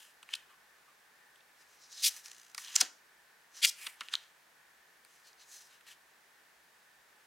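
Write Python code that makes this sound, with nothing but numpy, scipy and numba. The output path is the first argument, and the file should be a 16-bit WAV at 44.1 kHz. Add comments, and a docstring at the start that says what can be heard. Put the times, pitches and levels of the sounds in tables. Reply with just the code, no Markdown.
"""A quiet room, close to a cloth-covered table: tarot cards are drawn off their decks.
Fingers ease each top card loose, it swishes off the deck, then snaps and taps down on a pile at the side.
Paper friction is a stream of tiny slips; each contact rings the stiff card and, if it lands flat,
the table. Behind it: steady hiss, a distant fan and a faint hum."""
import sys
import numpy as np
from scipy import signal
from scipy.fft import rfft, irfft
from scipy.io import wavfile
from numba import njit

SR = 44100
rng = np.random.default_rng(int(sys.argv[2]) if len(sys.argv) > 2 else 0)


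def output_pcm(signal):
    """Save a mono or channel-first signal as 16-bit PCM at the path in sys.argv[1].

    Samples are clipped to [-1, 1] before scaling.
    """
    pcm = np.clip(np.atleast_2d(signal).T, -1, 1) * 32767
    wavfile.write(sys.argv[1], SR, np.round(pcm).astype(np.int16))


N = 320166
T = np.arange(N) / SR
SIDE = np.array([[1], [-1]])  # left_sign, right_sign
CONTACT_LEAD = SR // 50  # samples ahead of a contact's release
THUD_DB = -25  # table re card flex, in a tap


def undb(db):
    """Decibels to gain."""
    return 10 ** (np.asarray(db) / 20)


def unit(x):
    """Scale to rms 1."""
    return x / np.sqrt(np.mean(x ** 2) + 1e-30)


def colour(x, points):
    """Filter by a spectrum of (freq_hz, gain_db) points."""
    hz, db = np.transpose(points)
    bins_hz = np.fft.rfftfreq(x.shape[-1], 1 / SR)
    gain = undb(np.interp(np.log(bins_hz + 1), np.log(hz), db))
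    return irfft(rfft(x) * gain, x.shape[-1])


def above(x, hz):
    """Second-order high-pass: a small card radiates little bass."""
    return signal.sosfilt(signal.butter(2, min(hz, SR / 3), "high", fs=SR, output="sos"), x)


def resonate(x, hz, width_hz):
    """One resonance, gain 1 at its centre."""
    hz = min(hz, .45 * SR)
    return signal.lfilter(*signal.iirpeak(hz, hz / min(width_hz, SR / 4), fs=SR), x)


def ring(x, modes):
    """A body's modes, each applied twice for steep skirts."""
    return sum((-1) ** k * undb(db) * resonate(resonate(x, hz, width_hz), hz, width_hz)
               for k, (hz, width_hz, db) in enumerate(modes))


@njit
def sweep(x, hz, q):
    """A moving resonance, gain 1 at its centre."""
    y, band, low = np.empty(len(x)), 0., 0.
    for i in range(len(x)):
        g = np.tan(np.pi * hz[i] / SR)
        v = (band + g * (x[i] - low)) / (1 + g * (g + 1 / q))
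        band = 2 * v - band
        low += 2 * g * v
        y[i] = v / q
    return y


def wander(count, rate_hz, depth_db):
    """A randomly wandering gain, rms 1."""
    knots_db = depth_db * rng.standard_normal(8192)
    return unit(undb(np.interp(T[:count] * rate_hz, np.arange(8192), knots_db)))


def air(hiss_db=-64.6, fan_db=-72):
    """Steady hiss, the breathy resonances of a distant fan, and a faint hum."""
    # hiss spectrum: freq_hz, gain_db
    hiss_colour = [(18, -50.5), (30, -19.5), (48, -14.5), (66, -15.5), (81, -27.5), (144, -12), (277, -12),
                   (443, -7), (518, -8), (874, -4), (1360, -4.5), (1720, -2), (2990, -10), (12900, -17.5),
                   (15500, -19.5)]
    # hiss stereo width: freq_hz, side_re_mid_db
    side_colour = [(60, -14), (110, -9), (200, -8.5), (380, -5), (700, -5.5), (1290, -3.5), (2380, -4),
                   (4400, -5), (8120, -6.5), (15000, -9.5)]
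    # fan resonances: freq_hz, width_hz, gain_db
    fan_modes = [(843, 74, -6), (1501, 130, -2), (1775, 230, 0.5)]
    # hum tones: pitch_hz, level_db
    hum_tones = [(59.2, -99), (140.0, -100)]
    mid, side = colour(rng.standard_normal((2, N)), hiss_colour)
    hiss = unit(mid + colour(side, side_colour) * SIDE)
    fan_mid, fan_side = ring(rng.standard_normal((2, N)), fan_modes)
    fan = unit(fan_mid + undb(-7) * fan_side * SIDE) * wander(N, rate_hz=9.9, depth_db=3)
    hum = sum(undb(db) * np.sqrt(2) * np.sin(2 * np.pi * hz * T) for hz, db in hum_tones)
    return undb(hiss_db) * hiss + undb(fan_db) * fan + hum


def room(x, echo_db=-19, t60_s=0.35, onset_s=0.0011):
    """A small furnished room: a short diffuse tail, partly different in each ear."""
    # echo spectrum: freq_hz, gain_db
    echo_colour = [(100, -4.5), (300, 10), (1500, 6), (3500, -1.5), (7000, -2), (15000, -9)]
    t = T[:SR // 2]
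    envelope = 10 ** (-3 * t / t60_s) * np.clip(t / onset_s - .5, 0, 1)
    mid, side = rng.standard_normal((2, len(t))) * envelope
    tails = unit(colour(mid + undb(-6.5) * side * SIDE, echo_colour)) / np.sqrt(len(t))
    return undb(echo_db) * signal.fftconvolve(x[None], tails, axes=1)[:, :N]


def near_scatter(x, side_db=-17, decay_s=0.00086):
    """Hands and decks scatter the sound differently to left and right."""
    t = T[:SR // 100]
    scatter = unit(rng.standard_normal(len(t)) * np.exp(-t / decay_s)) / np.sqrt(len(t))
    return undb(side_db) * signal.fftconvolve(x, scatter)[:N] * SIDE


def slips(count, spread_db):
    """Paper fibres catch and let go: dense clicks of uneven size."""
    sizes_db = spread_db * rng.uniform(-1, 1, count)
    return unit(rng.standard_normal(count) * undb(sizes_db))


def gap_ring(x, hz, q):
    """Friction rings the gap under the card, at a steady or gliding pitch."""
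    return unit(sweep(x, hz * np.ones(len(x)), float(q)))


def rub(count, gap_hz, hollow_db, hiss_db, slide_db=-1, gap_db=-2.5, dull_below_hz=3300):
    """Slips ring the card, the gap under it and its cut edge; a wide, low gap is a dull, loose contact."""
    # bright sliding resonances: freq_hz, width_hz, gain_db
    slide_modes = [(4050, 900, 2), (5200, 1200, -1), (6200, 1100, 5), (7160, 2520, -4.5)]
    # hollow resonances: freq_hz, width_hz, gain_db
    hollow_modes = [(1338, 1200, -7.5), (1820, 450, 1.5), (2400, 860, -6), (3050, 840, -1.5)]
    grip = wander(count, rate_hz=190, depth_db=1.64)
    friction = slips(count, spread_db=9.5) * grip
    gap_drive = above(slips(count, spread_db=6) * grip, hz=np.mean(gap_hz) / 2)
    gap = gap_ring(gap_drive, gap_hz, q=7.2)
    slide = unit(ring(friction, slide_modes)) * np.minimum(gap_hz / dull_below_hz, 1) ** 2
    hollow = unit(ring(friction, hollow_modes))
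    hiss = unit(above(resonate(friction, hz=9000, width_hz=4170), hz=7730))
    return undb(slide_db) * slide + undb(gap_db) * gap + undb(hollow_db) * hollow + undb(hiss_db) * hiss


def rubs(trim_db=-1, drop_db=-9, sag_octaves_per_s=1.5, rest_s=0.24, stop_s=0.12):
    """Each slow push of a card swells and dies away; the gap under it rings lower as it opens."""
    # card on card: peak_s, level_db, rise_s, fall_s, gap_hz, hollow_re_level_db, hiss_re_level_db
    pushes = [(0.005, -59.5, 0.023, 0.093, 3100, -6, -2.5), (0.329, -55, 0.033, 0.07, 2770, 0, -9),
              (0.503, -61.5, 0.012, 0.048, 1170, -5, -16), (0.89, -65, 0.018, 0.032, 1130, -10, -16),
              (1.615, -67, 0.036, 0.027, 5270, -4, -5), (1.73, -67.5, 0.053, 0.054, 6000, -5, -6),
              (1.84, -60, 0.043, 0.04, 5300, -16, -16), (1.935, -53, 0.036, 0.067, 5500, -12.5, -13),
              (2.001, -48, 0.039, 0.074, 3900, -12, -10), (2.1, -49.5, 0.02, 0.029, 6100, -6, -4),
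              (2.16, -53.5, 0.038, 0.05, 6200, -4, -1.5), (2.262, -52.5, 0.023, 0.02, 5500, -7, -5),
              (2.596, -52.5, 0.022, 0.048, 6200, -9.5, -1), (2.68, -50, 0.075, 0.08, 3070, -4.5, -10),
              (2.797, -39, 0.05, 0.045, 6200, -3.5, -11.5), (2.845, -54, 0.03, 0.042, 4200, 1.5, -12),
              (3.578, -52.5, 0.033, 0.08, 5840, -6, -10), (3.71, -52.5, 0.02, 0.033, 5300, -16.5, -5),
              (3.835, -49, 0.059, 0.077, 2400, -6, -2.5), (4.053, -62, 0.079, 0.12, 3000, 2, -7),
              (4.135, -49, 0.017, 0.028, 3250, 0, -12), (4.18, -64.5, 0.026, 0.1, 3540, 1, -9),
              (5.15, -69.5, 0.08, 0.074, 6000, -1, -2), (5.274, -61.5, 0.029, 0.033, 4400, -6, -6.5),
              (5.417, -60.5, 0.03, 0.035, 4250, -4.5, -13), (5.55, -55.5, 0.063, 0.11, 6200, -9.5, -5.5),
              (5.72, -66.5, 0.034, 0.064, 3960, 0.5, -6), (5.888, -60, 0.023, 0.024, 4030, 3.5, -3),
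              (5.917, -57, 0.021, 0.028, 3050, -4.5, -8)]
    out = np.zeros(N)
    for peak_s, level_db, rise_s, fall_s, gap_hz, hollow_db, hiss_db in pushes:
        span = max(int(peak_s * SR) - SR // 4, 0) + np.arange(SR // 2)
        t = T[span] - peak_s
        swell_db = drop_db * np.abs(t / np.where(t < 0, rise_s, fall_s)) ** 1.7
        stopping = np.clip((rest_s - t) / stop_s, 0, 1)
        sound = rub(len(t), gap_hz * 2 ** (-sag_octaves_per_s * t), hollow_db, hiss_db)
        out[span] += undb(level_db + trim_db + swell_db) * stopping * sound
    return out


def wobble(first_brush_s=2.2825, length_s=0.25, period_ms=16.7, brush_ms=2.24,
           level_db=-54.5, fade_db_per_s=-48, drag_db=-7, uneven_db=0.55):
    """A lifted card wobbles and brushes the deck once a cycle, dragging lightly in between."""
    t = T[:SR // 2]
    cycles = t * 1000 / period_ms
    strength = undb(uneven_db * rng.standard_normal(SR // 100))[cycles.astype(int)]
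    brushes = strength * np.exp(-((cycles % 1 - .5) * period_ms / brush_ms) ** 2)
    gain = undb(level_db + fade_db_per_s * t) * (brushes + undb(drag_db)) * (t < length_s)
    sound = gain * rub(len(t), gap_hz=6200, hollow_db=-4.5, hiss_db=-7.5)
    start = int((first_brush_s - period_ms / 2000) * SR)
    return np.pad(sound, (start, N - start - len(t)))


def swishes(trim_db=1, hiss_db=-6, edge_rise_db=12.5, gap_db=-9, gap_hz=4000, gap_rise_octaves=0.66):
    """A fast pull: one card's edge slips along the next one's face; the gap rings higher as it shortens."""
    # pulls off the deck: start_s, attack_s, hold_s, release_s, level_db, hold_fade_db, end_hiss_db
    pulls = [(2.015, 0.032, 0.033, 0.019, -27, -1, 3.5), (3.615, 0.028, 0.012, 0.01, -22.5, 0, -7),
             (3.657, 0.0095, 0.03, 0.0094, -33.5, -2.5, -0.5)]
    # face spectrum, one list per pull: freq_hz, gain_db
    face_colours = [
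        [(290, -75.5), (500, -56), (577, -51), (620, -45), (888, -34), (1240, -27), (2390, -6), (2800, -7.5),
         (3150, -2), (4190, -3), (4640, -1.5), (6180, 0), (7130, -5.5), (10200, -6), (15500, -28.5)],
        [(290, -75), (500, -50), (1240, -33), (1410, -15), (1670, -16.5), (2130, -4), (3060, -1), (3280, 1.5),
         (3850, -6), (4500, -0.5), (5350, -14), (7030, -5), (8600, -12), (10800, -11.5), (15500, -30)],
        [(290, -59), (500, -51), (666, -27.5), (1170, -24), (1510, -18), (2760, -28), (3190, -5), (3480, -1),
         (4770, -3.5), (5200, 2), (7890, -3), (9110, -4.5), (15500, -24.5)],
    ]
    out = np.zeros(N)
    count = SR // 4
    for pull, face_colour in zip(pulls, face_colours):
        start_s, attack_s, hold_s, release_s, level_db, hold_fade_db, end_hiss_db = pull
        length_s = attack_s + hold_s + release_s
        span = np.flatnonzero((T > start_s) & (T < start_s + length_s))
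        t = T[span] - start_s
        progress = t / length_s
        speed = np.interp(t, [0, attack_s, attack_s + hold_s, length_s], [0, 1, 1, 0]) ** 1.45
        fade_db = hold_fade_db * np.clip((t - attack_s) / hold_s, 0, 1)
        gain = speed * undb(level_db + trim_db + fade_db)
        friction = slips(count, spread_db=4) * wander(count, rate_hz=620, depth_db=2.5)
        face = unit(colour(friction, face_colour)[:len(t)])
        gap_drive = above(slips(count, spread_db=2), hz=2500)[:len(t)]
        gap = gap_ring(gap_drive, gap_hz * 2 ** (gap_rise_octaves * progress), q=9)
        edge_hiss = resonate(slips(count, spread_db=19), hz=11200, width_hz=5200)
        edge = unit(above(edge_hiss, hz=8000)[:len(t)])
        edge_db = hiss_db + end_hiss_db - edge_rise_db * (1 - progress)  # grows toward the deck's end
        out[span] += gain * (face + undb(gap_db) * gap + undb(edge_db) * edge)
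    return out


def disperse(x, lag_ms):
    """Bending waves in card are slower at low pitch: 1 kHz lags 6 kHz by lag_ms."""
    khz = np.fft.rfftfreq(len(x), 1 / SR) / 1000
    turns = lag_ms * (2 * np.sqrt(khz) - khz / np.sqrt(6)) / (1 - 1 / np.sqrt(6))
    return irfft(rfft(x) * np.exp(-2j * np.pi * turns), len(x))


def contact(ring_hz, rise_ms, fall_ms, flex_db, thud_db, crack_db, q=3.1, rustle_db=-26, rustle_ms=4):
    """A release amid tiny slips rings the edge, the whole card and the table."""
    # card bending modes: freq_hz, width_hz, gain_db
    flex_modes = [(1090, 730, -2.5), (1425, 231, 4.5), (1930, 710, 0), (2500, 910, 2)]
    # table modes: freq_hz, width_hz, gain_db
    table_modes = [(110, 90, -23), (265, 120, 1), (370, 220, -1.5), (510, 170, -1), (782, 265, 7.5)]
    ms = (np.arange(SR // 10) - CONTACT_LEAD) * 1000 / SR
    grip = np.exp(-np.abs(ms) / (np.where(ms < 0, rise_ms, fall_ms) + 1e-3))
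    rustle = undb(rustle_db) * np.exp(-np.abs(ms) / rustle_ms) * (ms > 0)
    friction = 0.25 * (grip + rustle) * slips(len(ms), spread_db=8)
    push = disperse((ms == 0) + friction, lag_ms=1.115)
    width_hz = ring_hz / q
    edge = unit(resonate(resonate(push, ring_hz, width_hz), ring_hz, 2.33 * width_hz))
    flex = undb(flex_db) * unit(above(ring(push, flex_modes), hz=700))
    thud = undb(thud_db) * unit(ring(push, table_modes))
    crack = undb(crack_db) * unit(above(resonate(push, hz=8700, width_hz=1300), hz=5500))
    return (edge + flex + thud + crack) * np.sqrt(3 / 100)  # level: 100 ms of energy taken over 3 ms


def place(sound, time_s, level_db, pan_db):
    """Set a contact in time and stereo; pan_db is left minus right."""
    out = np.zeros((2, N))
    start = int(time_s * SR) - CONTACT_LEAD
    out[:, start:start + len(sound)] = undb(level_db + SIDE * pan_db / 2) * sound
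    return out


def landing():
    """A card slaps down flat, a soft contact that also rings the table."""
    slap = contact(ring_hz=4200, rise_ms=0.606, fall_ms=10.2, flex_db=-8, thud_db=-6.5, crack_db=-7)
    return place(slap, time_s=2.8155, level_db=-30, pan_db=1)


def skips(snap_s, level_db, ring_hz, flex_db, crack_db, pan_db, spacing_ms=2.8, step_db=5, grip_ms=0.1405):
    """A bent corner skips over the pile's edges: three uneven ticks that grow toward the snap."""
    out = np.zeros((2, N))
    for k in (1, 2, 3):
        tick = contact(ring_hz, grip_ms, grip_ms, flex_db, flex_db + THUD_DB, crack_db)
        early_s = (k + 0.15 * rng.standard_normal()) * spacing_ms / 1000
        out += place(tick, snap_s - early_s, level_db - k * step_db, pan_db)
    return out


def snaps(skip_above_db=-21):
    """Corners snap and edges tap; the hardest bend the corner enough to skip first."""
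    # snaps and taps: time_s, level_db, ring_hz, rise_ms, fall_ms, flex_db, crack_db, pan_db
    hits = [(0.229, -54, 3850, 0.67, 3.3, 3.5, -1, -0.8), (0.29, -46, 2400, 0.06, 0.49, -6, -19, 0),
            (0.339, -26.5, 3120, 2.6, 1.3, -29, -15, -0.2), (0.354, -37, 3930, 2.8, 2.3, -17, -5.5, -0.5),
            (1.359, -59.5, 3100, 2, 3, -8, -7, 0), (1.407, -60.5, 3050, 1.5, 2, -12, -20, 0),
            (2.165, -46, 6000, 2.2, 2, -11, -4, -1), (2.2592, -45, 5700, 1.0, 1.6, -8, -8, 0),
            (2.547, -41, 5200, 0.065, 1.9, -4.5, -3.5, -2.5),
            (2.5795, -36.5, 5060, 0.18, 3, -1.5, -4.5, 0.5), (2.648, -45, 5500, 0.1, 0.9, -28, -11, -5),
            (2.683, -48, 4510, 0.3, 1.3, -10, -10, -7), (2.7626, -16.8, 6487, 0.3, 1.1, -17.5, -18, -3.5),
            (2.8128, -16.5, 5500, 0.6, 1.1, -13, -5, 0.6), (3.8691, -34.5, 3700, 3, 3.1, -1.5, -5.5, -1),
            (4.0082, -38.5, 4020, 0.099, 2.5, 1.5, -8, -0.5), (4.0152, -39.5, 2500, 1.4, 2.7, 0.5, -19, -1),
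            (4.0856, -40.5, 2750, 0.09, 0.29, -13, -17, -1.1), (4.1392, -25.5, 3300, 2.2, 1, -8, -13, -1),
            (4.1535, -26, 3880, 0.16, 0.5, -32, -20, -0.5), (5.049, -59, 4530, 0.2, 1.3, -1.5, 1.5, -1),
            (5.331, -60, 5600, 0.81, 1.5, -15.5, -13, 0.5), (5.809, -60, 3200, 0.66, 3.1, 0, -6, -0.9)]
    out = np.zeros((2, N))
    for time_s, level_db, ring_hz, rise_ms, fall_ms, flex_db, crack_db, pan_db in hits:
        snap = contact(ring_hz, rise_ms, fall_ms, flex_db, flex_db + THUD_DB, crack_db)
        out += place(snap, time_s, level_db, pan_db)
        if level_db > skip_above_db:
            out += skips(time_s, level_db, ring_hz, flex_db, crack_db, pan_db)
    return out


def scene():
    """The cards close by, their reflections, and the room's own noise."""
    cards = snaps() + landing() + swishes() + rubs() + wobble()
    mono = cards.mean(axis=0)
    return cards + near_scatter(mono) + room(mono) + air()


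def record(dry):
    """Rumble filter and a steep top cut."""
    low_hz, top_hz = 45, 15900
    dry = signal.sosfilt(signal.butter(4, low_hz, "high", fs=SR, output="sos"), dry)
    return signal.sosfilt(signal.ellip(10, .2, 70, top_hz, fs=SR, output="sos"), dry)


dry = scene()
out = record(dry)
output_pcm(out)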